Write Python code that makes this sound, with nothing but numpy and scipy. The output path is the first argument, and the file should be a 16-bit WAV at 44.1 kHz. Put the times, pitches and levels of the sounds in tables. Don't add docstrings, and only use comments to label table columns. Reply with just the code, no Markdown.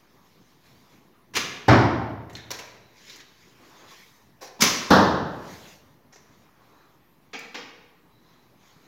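import sys
import numpy as np
from scipy import signal
from scipy.fft import rfft, irfft, next_fast_len
from scipy.io import wavfile
from scipy.ndimage import uniform_filter1d, map_coordinates

SR = 44100
rng = np.random.default_rng(int(sys.argv[2]) if len(sys.argv) > 2 else 0)


def dump_mix(stems):
    frames = np.atleast_2d(stems).T
    limited = np.clip(frames, -1, 1)
    pcm = np.round(limited * 32767).astype(np.int16)
    wavfile.write(sys.argv[1], SR, pcm)


N = 391166

# (time [s], level [dB], body [dB], air [dB], snap pitch [Hz], snap boost [dB], rise [s], ring [s])
STRING_HITS = [(1.335, -42, 4.5, 0.5, 1478, 7, 0.0034, .096), (1.350, -29.5, -3.5, 2, 2600, 6, .005, .06),
               (1.362, -24.5, -1, 1, 2590, 1.5, 0.0047, .064),
               (4.590, -39, 11, -12.5, 901, 10.5, 0.0085, .08), (4.604, -23, -5, 5, 6300, 3, 0.0045, .1),
               (4.620, -16.5, -0.5, 4, 6265, 7.5, 0.0025, 0.024),
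               (4.635, -24.5, 0, 7.5, 5500, -2, .002, 0.042)]
# (frequency [Hz], level [dB])
STRING_TONE = [(29, -53), (50, -15.5), (271, 0.5), (345, -6), (408, -6), (694, -10), (1270, -6),
               (1360, -7.5), (1540, -9), (1780, -5), (3950, -7.5), (6240, -6), (8140, -24), (11400, -21.5),
               (16000, -26.5)]
# (time [s], level [dB], crack compared with the thud [dB], rise [s], ring [s])
ARROW_HITS = [(1.680, -12, -42.5, 0.0041, 0.057), (4.904, -11.5, -32, 0.002, .08)]
# (frequency [Hz], level [dB])
TARGET_TONES = [
    [(30, -51), (60, -26), (115, -1), (151, -11.5), (240, -3), (312, -4), (433, -13.5), (900, -9.5),
     (1300, -16), (2300, -21), (2600, -28), (4700, -31.5), (5300, -29), (5900, -34.5), (8130, -51.5),
     (16000, -64)],
    [(30, -48), (70, -19.5), (121, -12), (185, -4.5), (305, -5.5), (354, -9.5), (600, -10), (697, -15),
     (873, -9), (1750, -15.5), (2250, -33.5), (3800, -23.5), (5580, -26.5), (8130, -48), (16000, -54.5)],
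]
# (frequency [Hz], level [dB])
CRACK_TONE = [(3000, -31.5), (8000, -7), (13500, 1.5), (16000, -4.5)]
# (frequency [Hz], level compared with the thud [dB], ring [s])
TARGET_BOOMS = [
    [(76, -16, 1.4), (118.2, -2, 0.9), (310, -8.5, 0.36)],
    [(92, -14, 1), (198.5, -6.5, 0.82), (301.5, -7, 0.77)],
]
# (time [s], level [dB], body [dB], air [dB], snap pitch [Hz], snap boost [dB], rise [s], ring [s])
SHAFT_HITS = [(2.2955, -53, -6.5, 0, 5470, -8, .001, 0.095), (2.33, -59.5, -15, 6, 7280, 8, .0008, 0.078),
              (2.3516, -43.5, -17, -4.5, 3650, 13, .0005, .029), (2.362, -47.5, -29, 1, 2120, 8, .003, .07),
              (2.505, -39, -4.5, 5.5, 4000, 7, .001, .018), (2.512, -36, -4, 5, 5770, 5.5, .0015, .04),
              (2.588, -42, -1.5, 0.5, 2600, 6.5, .001, 0.081), (3.095, -50, -13.5, 2, 4000, 14, .003, .033),
              (3.157, -56.5, -11, 7, 7100, 6, .003, .04), (3.195, -52, -10.5, -7, 3770, 6, .008, 0.063),
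              (3.9, -52.5, 0.5, 3, 1100, 7, .006, .2), (4.406, -42, 4.5, 5, 5560, 7, .015, 0.2),
              (4.47, -54, -4, 4, 4100, 5.5, .005, .04), (6.123, -55, -2.5, -7, 6300, 9, .003, 0.15),
              (6.156, -55.5, -1, -2, 6330, 8, .0026, 0.055), (7.390, -53.5, -4, 10, 7060, 8.5, .0005, .04)]
# (frequency [Hz], level [dB])
SHAFT_TONE = [(120, -26.5), (400, 3.5), (1000, -3.5), (1350, -7), (1850, -3), (3200, -11.5), (4000, -8),
              (5000, -11), (5750, -6), (7300, -14), (8250, -26.5), (12600, -20.5), (16000, -26)]
# (time [s], level [dB], body [dB], air [dB], snap pitch [Hz], snap boost [dB], rise [s], ring [s])
WOOD_HITS = [(7.331, -36.5, 2.3, -1, 2400, 3.4, 0.0023, .06), (7.402, -54.5, 2.5, 8, 4200, 8, .0037, 0.053),
             (7.543, -36.5, 0.1, 2.5, 2650, 4, 0.0015, 0.067)]
# (frequency [Hz], level [dB])
WOOD_TONE = [(71, -38), (120, -22), (278, 0.5), (385, -9), (483, 0.5), (617, -14), (757, -4), (892, -6),
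             (1980, -3.5), (2590, -2.5), (2810, -7), (4980, -7), (6910, -13), (7980, -37), (16000, -33)]
# (swell ends [s], fade starts [s], hiss [dB], dull wash [dB], air compared with the hiss [dB])
SOFT_SWELLS = [(0.0, 0.157, -69.5, -72.5, -15), (0.222, 0.524, -69, -79, -11),
               (0.666, 0.97, -63, -64.5, -10), (3.1, 3.09, -47.5, -59.5, -15.5),
               (3.137, 3.216, -57, -63, -16), (3.43, 3.505, -58.5, -66, -14.5),
               (3.63, 3.85, -59, -56.5, -13), (3.91, 3.9, -52, -57, -13), (3.998, 4.16, -61, -69, -8.5),
               (5.392, 5.46, -63.5, -49.5, -5), (5.486, 5.69, -52, -63, -10),
               (6.268, 6.457, -67.5, -66, -13), (6.63, 6.856, -70.5, -60, -12),
               (8.268, 8.464, -71, -66.5, -18), (8.64, 8.87, -64.5, -63.5, -12.5)]
# (frequency [Hz], level [dB])
HISS_TONE = [(880, -42), (1500, -6.5), (1670, -2.5), (2170, 0), (2660, -5), (3690, -2.5), (4690, -5),
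             (5300, -4), (6990, -7.5), (8500, -40), (11000, -61), (18700, -120)]
# (frequency [Hz], level [dB])
AIR_TONE = [(4410, -23.5), (7500, -2.5), (8250, -7), (13700, -0.5), (15100, -3.5), (16000, -8)]
# (frequency [Hz], level [dB])
WASH_TONE = [(150, -22), (250, -3.5), (354, -1), (779, -7.5), (1030, -3), (1240, -5.5), (2360, -19),
             (2500, -12.5), (3250, -48.5), (5500, -120)]
# (frequency [Hz], ring [s], level [dB])
HALL_ECHO = [(60, 1.5, 2), (160, 0.91, -0.5), (420, 1.16, 0), (1100, 0.96, 1), (2860, 0.85, -0.5),
             (7160, 0.66, -3), (9000, 0.62, -6.5), (14000, 0.56, -4.5)]
# (frequency [Hz], level [dB])
MURMUR_TONE = [(20, -41.5), (40, -21), (70, -13), (123, -2.5), (285, -6), (590, -15.5), (1030, -12.5),
               (1440, -20.5), (1810, -19), (2820, -25.5), (4180, -28), (6540, -32.5), (8180, -40),
               (13900, -28.5), (16000, -34.5)]
# (swell ends [s], fade starts [s], level [dB])
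WHISTLE_SWELLS = [(2.753, 3.0, -71), (6.76, 6.85, -75), (8.154, 8.412, -74)]
# (frequency [Hz], level [dB])
WHISTLE_TONE = [(3300, -55), (3800, -1), (4000, 5), (4200, -4), (4700, -44)]

NEAR_RING_S, NEAR_DB = 0.26, 2
SWELL_DB_PER_S, FADE_DB_PER_S = 109.5, 92
FLUTTER_DB = 1.5
MURMUR_DB, MAINS_HZ, MAINS_DB = -60, 50, -73.5


def bowstring():
    return contacts(STRING_HITS, STRING_TONE, echo_db=1.6, build_s=0.0082, ripple_db=2.5)


def target_thuds():
    track, t = np.zeros(N), np.arange(2 * SR) / SR
    boom_rise = 1 - np.exp(-t / 0.0056)
    for (at, db, crack_db, rise, ring), tone, booms in zip(ARROW_HITS, TARGET_TONES, TARGET_BOOMS):
        thud = hit(rise, ring, lambda hz: curve(tone, hz), echo_db=9, build_s=0.017, ripple_db=1)
        crack = hit(.0005, .015, lambda hz: curve(CRACK_TONE, hz), echo_db=8, build_s=.006, ripple_db=-1)
        add(track, at, gain(db) * thud + gain(db + crack_db) * crack)
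        for hz, boom_db, boom_ring in booms:
            fade = gain(db + boom_db - 60 * t / boom_ring)
            add(track, at, fade * boom_rise * np.sin(2 * np.pi * hz * t))
    return track


def shaft_clicks():
    return contacts(SHAFT_HITS, SHAFT_TONE, echo_db=-0.3, build_s=0.01, ripple_db=2.5)


def wood_knocks():
    return contacts(WOOD_HITS, WOOD_TONE, echo_db=8, build_s=0.0016, ripple_db=3)


def contacts(hits, tone, echo_db, build_s, ripple_db):
    track = np.zeros(N)
    for at, db, body_db, air_db, snap_hz, snap_db, rise, ring in hits:
        tilt = [(700, body_db), (1400, 0), (7000, 0), (8500, air_db)]

        def tone_db(hz):
            snap = snap_db * np.exp(-(np.log((hz + 1) / snap_hz) / 0.26) ** 2)
            return curve(tone, hz) + curve(tilt, hz) + snap

        add(track, at, gain(db) * hit(rise, ring, tone_db, echo_db, build_s, ripple_db))
    return track


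def hit(rise_s, ring_s, tone_db, echo_db, build_s, ripple_db):
    t = np.arange(SR // 4) / SR
    burst = rng.standard_normal(len(t)) * (1 - np.exp(-t / rise_s)) ** 2 * gain(-60 * t / ring_s)
    sound = gain(echo_db) * np.linalg.norm(burst) * hall_echo(build_s + rise_s)
    add(sound, 0, burst)
    ripples = rng.standard_normal(SR // 100)
    sound = filtered(sound, lambda hz: tone_db(hz) + ripple_db * map_coordinates(ripples, [hz / 90]))
    return sound / np.std(sound[:SR // 20])


def rustle_and_wash():
    start, end, hiss_db, wash_db, air_db = np.transpose(SOFT_SWELLS)
    hiss = swells(start, end, hiss_db) * patchy_noise(HISS_TONE, patchy_db=2.85)
    air = swells(start, end, hiss_db + air_db) * patchy_noise(AIR_TONE, patchy_db=-0.5)
    wash = swells(start, end, wash_db) * patchy_noise(WASH_TONE, patchy_db=2)
    return flutter(per_second=15) * (hiss + air) + flutter(per_second=12) * wash


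def hall_echo(build_s):
    hz, t, noise = signal.stft(rng.standard_normal(3 * SR // 2), SR, nperseg=256)
    band_hz, ring_s, db = np.transpose(HALL_ECHO)
    far = gain(-60 * t / curve(np.c_[band_hz, ring_s], hz)[:, None])
    near = gain(NEAR_DB - 60 * t / NEAR_RING_S)
    tone = gain(curve(np.c_[band_hz, db], hz))[:, None]
    tail = signal.istft(noise * np.hypot(far, near) * tone, SR, nperseg=256)[1]
    build_up = 1 - np.exp(-np.arange(len(tail)) / SR / build_s)
    return tail * build_up / np.sqrt(SR / 20)


def background():
    whistle = swells(*np.transpose(WHISTLE_SWELLS)) * patchy_noise(WHISTLE_TONE, patchy_db=-2.5)
    murmur = gain(MURMUR_DB) * patchy_noise(MURMUR_TONE, patchy_db=2.3)
    mains = gain(MAINS_DB) * np.sin(2 * np.pi * MAINS_HZ * np.arange(N) / SR)
    return murmur + mains + whistle


def swells(start, end, db):
    t = np.arange(0, N, 64)[:, None] / SR
    loss_db = SWELL_DB_PER_S * np.maximum(start - t, 0) + FADE_DB_PER_S * np.maximum(t - end, 0)
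    return np.interp(np.arange(N) / SR, t[:, 0], np.linalg.norm(gain(db - loss_db), axis=1))


def flutter(per_second):
    points = rng.standard_normal(int(N * per_second / SR) + 4)
    return gain(FLUTTER_DB * map_coordinates(points, [np.arange(N) * per_second / SR]))


def patchy_noise(tone, patchy_db):
    noise = signal.stft(rng.standard_normal(N), nperseg=512)[2]
    patches = uniform_filter1d(rng.standard_normal(noise.shape), size=6, axis=0)
    patches = uniform_filter1d(patches, size=10, axis=1)
    uneven = signal.istft(noise * gain(patchy_db * normalised(patches)), nperseg=512)[1][:N]
    return normalised(filtered(uneven, lambda hz: curve(tone, hz)))


def filtered(sound, tone_db):
    size = next_fast_len(len(sound) + SR // 4)
    db = np.maximum(tone_db(np.fft.rfftfreq(size, 1 / SR)), -100)
    cepstrum = irfft(np.log(gain(db)), size)
    cepstrum[1:size // 2] *= 2
    cepstrum[size // 2 + 1:] = 0
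    return irfft(rfft(sound, size) * np.exp(rfft(cepstrum)), size)[:len(sound)]


def curve(points, hz):
    point_hz, values = np.transpose(points)
    return np.interp(np.log(hz + 1), np.log(point_hz + 1), values)


def gain(db):
    return 10 ** (np.asarray(db) / 20)


def normalised(x):
    return x / np.sqrt(np.mean(x ** 2) + 1e-20)


def add(track, at_s, sound):
    part = track[round(at_s * SR):][:len(sound)]
    part += sound[:len(part)]


def scene():
    bow = bowstring()
    handling = shaft_clicks() + wood_knocks()
    return (bow + target_thuds() + handling + rustle_and_wash() + background())[None]


def record(dry):
    ceiling, offset, top_hz = 0.88, -0.0005, 15870
    soft = dry / (1 + np.abs(dry / ceiling) ** 6) ** (1 / 6) + offset
    return irfft(rfft(soft) * (np.fft.rfftfreq(N, 1 / SR) < top_hz), N)


dry = scene()
out = record(dry)
dump_mix(out)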